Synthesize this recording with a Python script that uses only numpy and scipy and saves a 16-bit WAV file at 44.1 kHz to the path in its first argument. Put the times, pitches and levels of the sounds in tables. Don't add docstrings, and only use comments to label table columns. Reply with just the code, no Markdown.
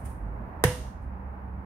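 import sys
import numpy as np
from scipy import signal
from scipy.fft import rfft, irfft, next_fast_len
from scipy.io import wavfile
from scipy.ndimage import uniform_filter1d, map_coordinates

SR = 44100
rng = np.random.default_rng(int(sys.argv[2]) if len(sys.argv) > 2 else 0)


def output_pcm(signal):
    pcm = np.clip(np.atleast_2d(signal).T, -1, 1) * 32767
    wavfile.write(sys.argv[1], SR, np.round(pcm).astype(np.int16))


N = 72765

SLAP_S = 0.6393

CRACK_DB, CRACK_WIDTH_S, CRACK_REBOUND_S = -7, 0.00015, 0.00045
# (frequency [Hz], level [dB])
SNAP_SPECTRUM = [(1500, -40.5), (4000, -11), (7500, -15), (8800, 0), (10200, -12.5), (12000, -15),
                 (13600, -11.5), (15500, -24)]
SNAP_DB, SNAP_T60_S, SNAP_DELAY_S = -14.5, 0.0073, 0.00034
# (frequency [Hz], level [dB])
SPLAT_SPECTRUM = [(50, -29), (250, -13), (400, -1), (700, -5), (1000, -3.5), (1300, -30), (1800, 3.5),
                  (2300, -18.5), (3000, -8.5), (4500, -22), (5900, -15.5), (7500, -23), (8800, -10.5),
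                  (10500, -20), (15500, -25)]
SPLAT_DB, SPLAT_T60_S, SPLAT_LEAD_S = -15, 0.045, 0.00046
# (frequency [Hz], level [dB], T60 [s])
KNOCK_MODES = [(426, -19, 0.056), (461, -16.5, 0.0567), (673, -24, 0.055), (948, -23.5, 0.017),
               (1494, -25, 0.042), (1837, -46, .028), (5770, -32.5, .012)]
KNOCK_RISE_S = 0.00035
# (frequency [Hz], correlation [-1..1])
SLAP_CORRELATION = [(100, .98), (400, 1), (900, 0.56), (2000, .2), (5000, -0.055), (10000, -0.083)]

# (frequency [Hz], level [dB], T60 [s])
THUMP_MODES = [(81, -17, 0.11), (106.6, -11.5, 0.15), (132.8, -6, 0.08)]
THUMP_DELAY_S, THUMP_RISE_S = 0.0095, 0.0053
# (frequency [Hz], level [dB], T60 [s])
RING_MODES = [(66.33, -37, .4), (133.8, -23, 0.35), (220, -33.5, 0.13), (499.4, -23.5, 0.37),
              (627, -41.5, 0.71), (700, -41.5, 0.22), (842, -44.5, .3), (950, -45, 0.4),
              (1207, -48.5, 0.55), (1539, -46, 0.33), (1793, -43, 0.11), (1850, -47, 0.21),
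              (2074, -41.5, .3), (2192, -44, .25), (2804, -43.5, 0.51), (2935, -49.5, .35)]
RING_RISE_S, RING_WAVER_RAD = 0.0047, 0.15

# (frequency [Hz], level [dB])
WALL_SPECTRUM = [(500, -27.5), (950, -6.5), (1300, -11.5), (1950, 0), (2600, -16.5), (5000, -33),
                 (15500, -41.5)]
WALL_DELAY_S, WALL_DB, WALL_RISE_S, WALL_T60_S = 0.015, -27, 0.002, 0.029
# (frequency [Hz], level [dB], T60 [s])
ROOM_BANDS = [(49.8, -9.5, 0.5), (129.2, 2, 0.299), (281, -8.5, 0.76), (445.8, -4.5, .35),
              (574, -8.5, 0.25), (910, 0, 0.31), (1180, -13, .37), (1900, -2.5, .37), (2450, -16.5, 0.49),
              (2867, -12, .48), (4310, -19.5, 0.6), (6330, -18, 0.6), (8000, -22, .52),
              (8930, -12.5, 0.501), (10200, -18, 0.44), (14000, -25, 0.46), (15800, -34, 0.29)]
ROOM_DB, ROOM_RISE_S = -26.5, 0.004

# (time [s], level [dB], rise [s], T60 [s])
SWISH_EVENTS = [(.005, -60, .02, 0.32), (.058, -48.5, 0.0094, 0.17), (0.102, -57.5, 0.036, .5),
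                (1.025, -68, .006, 0.22)]
# (frequency [Hz], level [dB])
SWISH_SPECTRUM = [(2000, -2.5), (4000, -17.5), (6300, -11.5), (7900, -10), (8700, 1), (10000, -1),
                  (11000, -5.5), (15500, -17)]

# (time [s], frequency [Hz], level [dB])
HUM_TRACK = [(0, 70.5, -47), (.13, 66.7, -41), (.22, 45.3, -34), (.32, 54.65, -40.5), (.43, 56, -37),
             (.5, 60.3, -54.5), (.62, 66.4, -41.5), (.8, 64.75, -40), (1.0, 64.4, -45.5),
             (1.1, 67.8, -36.5), (1.2, 67.7, -47), (1.3, 67, -35.5), (1.42, 68.08, -44), (1.52, 66.8, -36),
             (1.65, 68.9, -45)]
# (time [s], level [dB])
WHIRR_LEVEL_DB = [(0, -64.5), (.45, -56.5), (.9, -51.5), (1.03, -56.5), (1.15, -47.5), (1.35, -50.5),
                  (1.65, -52.5)]
WHIRR_HZ, WHIRR_DRIFT_HZ = 189.7, 4.3
# (frequency [Hz], level [dB])
RUMBLE_SPECTRUM = [(20, -27.5), (32, -12.5), (48, 0.5), (90, -3), (120, -5.5), (160, -12), (215, -10),
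                   (300, -20), (600, -66.5)]
# (time [s], level [dB])
RUMBLE_LEVEL_DB = [(0, -39.5), (.25, -40), (.55, -42), (1.0, -41), (1.3, -46), (1.65, -41)]
# (frequency [Hz], correlation [-1..1])
RUMBLE_CORRELATION = [(50, 1), (130, .92), (300, 1), (600, .4)]

# (frequency [Hz], level [dB])
AIR_SPECTRUM = [(100, -8), (300, -3.5), (480, -4), (720, -1.5), (890, 2), (1200, -5.5), (1700, -11),
                (2400, -21.5), (2800, -28), (3200, -34.5), (5000, -39.5), (7900, -50.5), (9500, -40),
                (15500, -37.5)]
# (time [s], level [dB])
AIR_LEVEL_DB = [(0, -47), (.3, -47.5), (.5, -45), (.9, -48.5), (1.15, -48.5), (1.3, -47), (1.65, -48.5)]
# (frequency [Hz], level [dB])
AIR_BODY_SPECTRUM = [(100, -12), (330, 1.5), (520, 0.5), (900, -14), (2500, -45.5)]
# (time [s], level [dB])
AIR_BODY_LEVEL_DB = [(0, -63.5), (.3, -51), (.6, -57), (.9, -64), (1.65, -62.5)]
# (frequency [Hz], correlation [-1..1])
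AIR_CORRELATION = [(130, 1), (290, .84), (640, 0.36), (1400, -0.23), (3000, .05), (10000, -0.095)]

# (frequency [Hz], level difference [dB])
BLOW_BALANCE = [(130, -2.5), (300, -4), (500, -1.5), (1200, -4), (2500, -3), (5000, -3.5), (9000, -4.5),
                (13000, -3)]
# (frequency [Hz], level difference [dB])
STEADY_SOUND_BALANCE = [(50, -4), (200, -2.5), (900, -3), (3000, -4), (10000, -2.5)]

GATE_HZ, GATE_THRESHOLD_DB, GATE_DEPTH_DB = 3020, -66, -6
TOP_HZ = 15850


def amp(db):
    return 10 ** (np.asarray(db) / 20)


def unit(x):
    return x / np.sqrt(np.mean(x ** 2) + 1e-20)


def along(points, hz):
    f, v = np.transpose(points)
    return np.interp(np.log(hz + 1), np.log(f + 1), v)


def clock():
    return np.arange(N) / SR


def curves(rows):
    s, *columns = np.transpose(rows)
    return [np.interp(clock(), s, column) for column in columns]


def wobble(rate_hz):
    knots = rng.standard_normal(256)
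    return map_coordinates(knots, [clock() * rate_hz], mode="wrap")


def filtered(x, response):
    pad = N // 4
    head, tail = x[..., pad:0:-1], x[..., -2:-pad - 2:-1]
    x = np.concatenate([head, x, tail], axis=-1)
    size = next_fast_len(x.shape[-1])
    spectrum = rfft(x, size) * response(np.fft.rfftfreq(size, 1 / SR))
    return irfft(spectrum, size)[..., pad:pad + N]


def noise(spectrum, correlation):
    def mid_side_gain(hz):
        angle = np.arccos(np.clip(along(correlation, hz), -1, 1)) / 2
        return amp(along(spectrum, hz)) * np.array([np.cos(angle), np.sin(angle)])

    mid, side = filtered(rng.standard_normal((2, N)), mid_side_gain)
    return unit(np.array([mid + side, mid - side]))


def fade(t, t60_s):
    return amp(-60 * np.maximum(t, 0) / t60_s)


def swell(t, rise_s):
    return 1 - np.exp(-np.maximum(t, 0) / rise_s)


def burst(t, rise_s, t60_s):
    return np.exp(np.minimum(t, 0) / rise_s) * fade(t, t60_s)


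def pan(x, balance):
    halves = np.array([[0.5], [-0.5]])
    return filtered(x, lambda hz: amp(along(balance, hz) * halves))


def slap():
    t = clock() - SLAP_S

    def pulse(width_s):
        return np.exp(-(t / width_s - 1) ** 2) / width_s

    crack = amp(CRACK_DB) * CRACK_WIDTH_S * (pulse(CRACK_WIDTH_S) - pulse(CRACK_REBOUND_S))
    snap_envelope = burst(t - SNAP_DELAY_S, CRACK_REBOUND_S, SNAP_T60_S)
    snap = amp(SNAP_DB) * noise(SNAP_SPECTRUM, SLAP_CORRELATION) * snap_envelope
    splat_envelope = burst(t, SPLAT_LEAD_S, SPLAT_T60_S)
    splat = amp(SPLAT_DB) * noise(SPLAT_SPECTRUM, SLAP_CORRELATION) * splat_envelope
    knock = sum(amp(db) * np.cos(2 * np.pi * hz * t) * fade(t, t60_s)
                for hz, db, t60_s in KNOCK_MODES)
    return crack + snap + splat + knock * swell(t, KNOCK_RISE_S)


def wheel_struck():
    t = clock() - SLAP_S
    t_thump = t - THUMP_DELAY_S
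    thump = sum(amp(db) * np.sin(2 * np.pi * hz * t_thump) * fade(t_thump, t60_s)
                for hz, db, t60_s in THUMP_MODES)
    ring = sum(amp(db) * np.sin(2 * np.pi * hz * t + RING_WAVER_RAD * wobble(40)) * fade(t, t60_s)
               for hz, db, t60_s in RING_MODES)
    return thump * swell(t_thump, THUMP_RISE_S) + ring * swell(t, RING_RISE_S)


def wall():
    envelope = burst(clock() - SLAP_S - WALL_DELAY_S, WALL_RISE_S, WALL_T60_S)
    return amp(WALL_DB) * noise(WALL_SPECTRUM, SLAP_CORRELATION) * envelope


def workshop():
    bands = np.array(ROOM_BANDS)
    hz, s, cells = signal.stft(noise(bands[:, :2], SLAP_CORRELATION), SR, nperseg=256)
    t60_s = along(bands[:, ::2], hz)[:, None]
    _, tail = signal.istft(cells * fade(s - SLAP_S, t60_s), SR, nperseg=256)
    return amp(ROOM_DB) * tail[:, :N] * swell(clock() - SLAP_S, ROOM_RISE_S)


def hands():
    power = sum((amp(db) * burst(clock() - s, rise_s, t60_s)) ** 2
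                for s, db, rise_s, t60_s in SWISH_EVENTS)
    return np.sqrt(power) * noise(SWISH_SPECTRUM, SLAP_CORRELATION)


def wheel_running():
    def tone(hz):
        return np.sqrt(2) * np.sin(2 * np.pi * np.cumsum(hz) / SR)

    hum_hz, hum_db = curves(HUM_TRACK)
    hum = amp(hum_db + wobble(13.54)) * tone(hum_hz)
    whirr_db = curves(WHIRR_LEVEL_DB)[0] + 1.8 * wobble(5.3)
    whirr = amp(whirr_db) * tone(WHIRR_HZ + WHIRR_DRIFT_HZ * wobble(20))
    rumble = amp(curves(RUMBLE_LEVEL_DB)[0]) * noise(RUMBLE_SPECTRUM, RUMBLE_CORRELATION)
    return hum + whirr + rumble


def air():
    rush_db = curves(AIR_LEVEL_DB)[0] + 0.59 * wobble(9.2)
    rush = amp(rush_db) * noise(AIR_SPECTRUM, AIR_CORRELATION)
    body = amp(curves(AIR_BODY_LEVEL_DB)[0]) * noise(AIR_BODY_SPECTRUM, AIR_CORRELATION)
    return rush + body


def scene():
    blow = slap() + wheel_struck() + wall() + workshop()
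    steady = hands() + wheel_running() + air()
    return pan(blow, BLOW_BALANCE) + pan(steady, STEADY_SOUND_BALANCE)


def record(dry):
    treble = filtered(dry, lambda hz: 1 - 1 / (1 + (hz / GATE_HZ) ** 16))
    power = np.abs(uniform_filter1d(np.mean(treble ** 2, axis=0), size=700))
    shut = 1 / (1 + (power / amp(GATE_THRESHOLD_DB) ** 2) ** 2)
    gated = dry + treble * (amp(GATE_DEPTH_DB * shut) - 1)
    soft_end = swell(N / SR - clock(), 0.001)
    return filtered(gated * soft_end, lambda hz: 1 / (1 + (hz / TOP_HZ) ** 200))


dry = scene()
out = record(dry)
output_pcm(out)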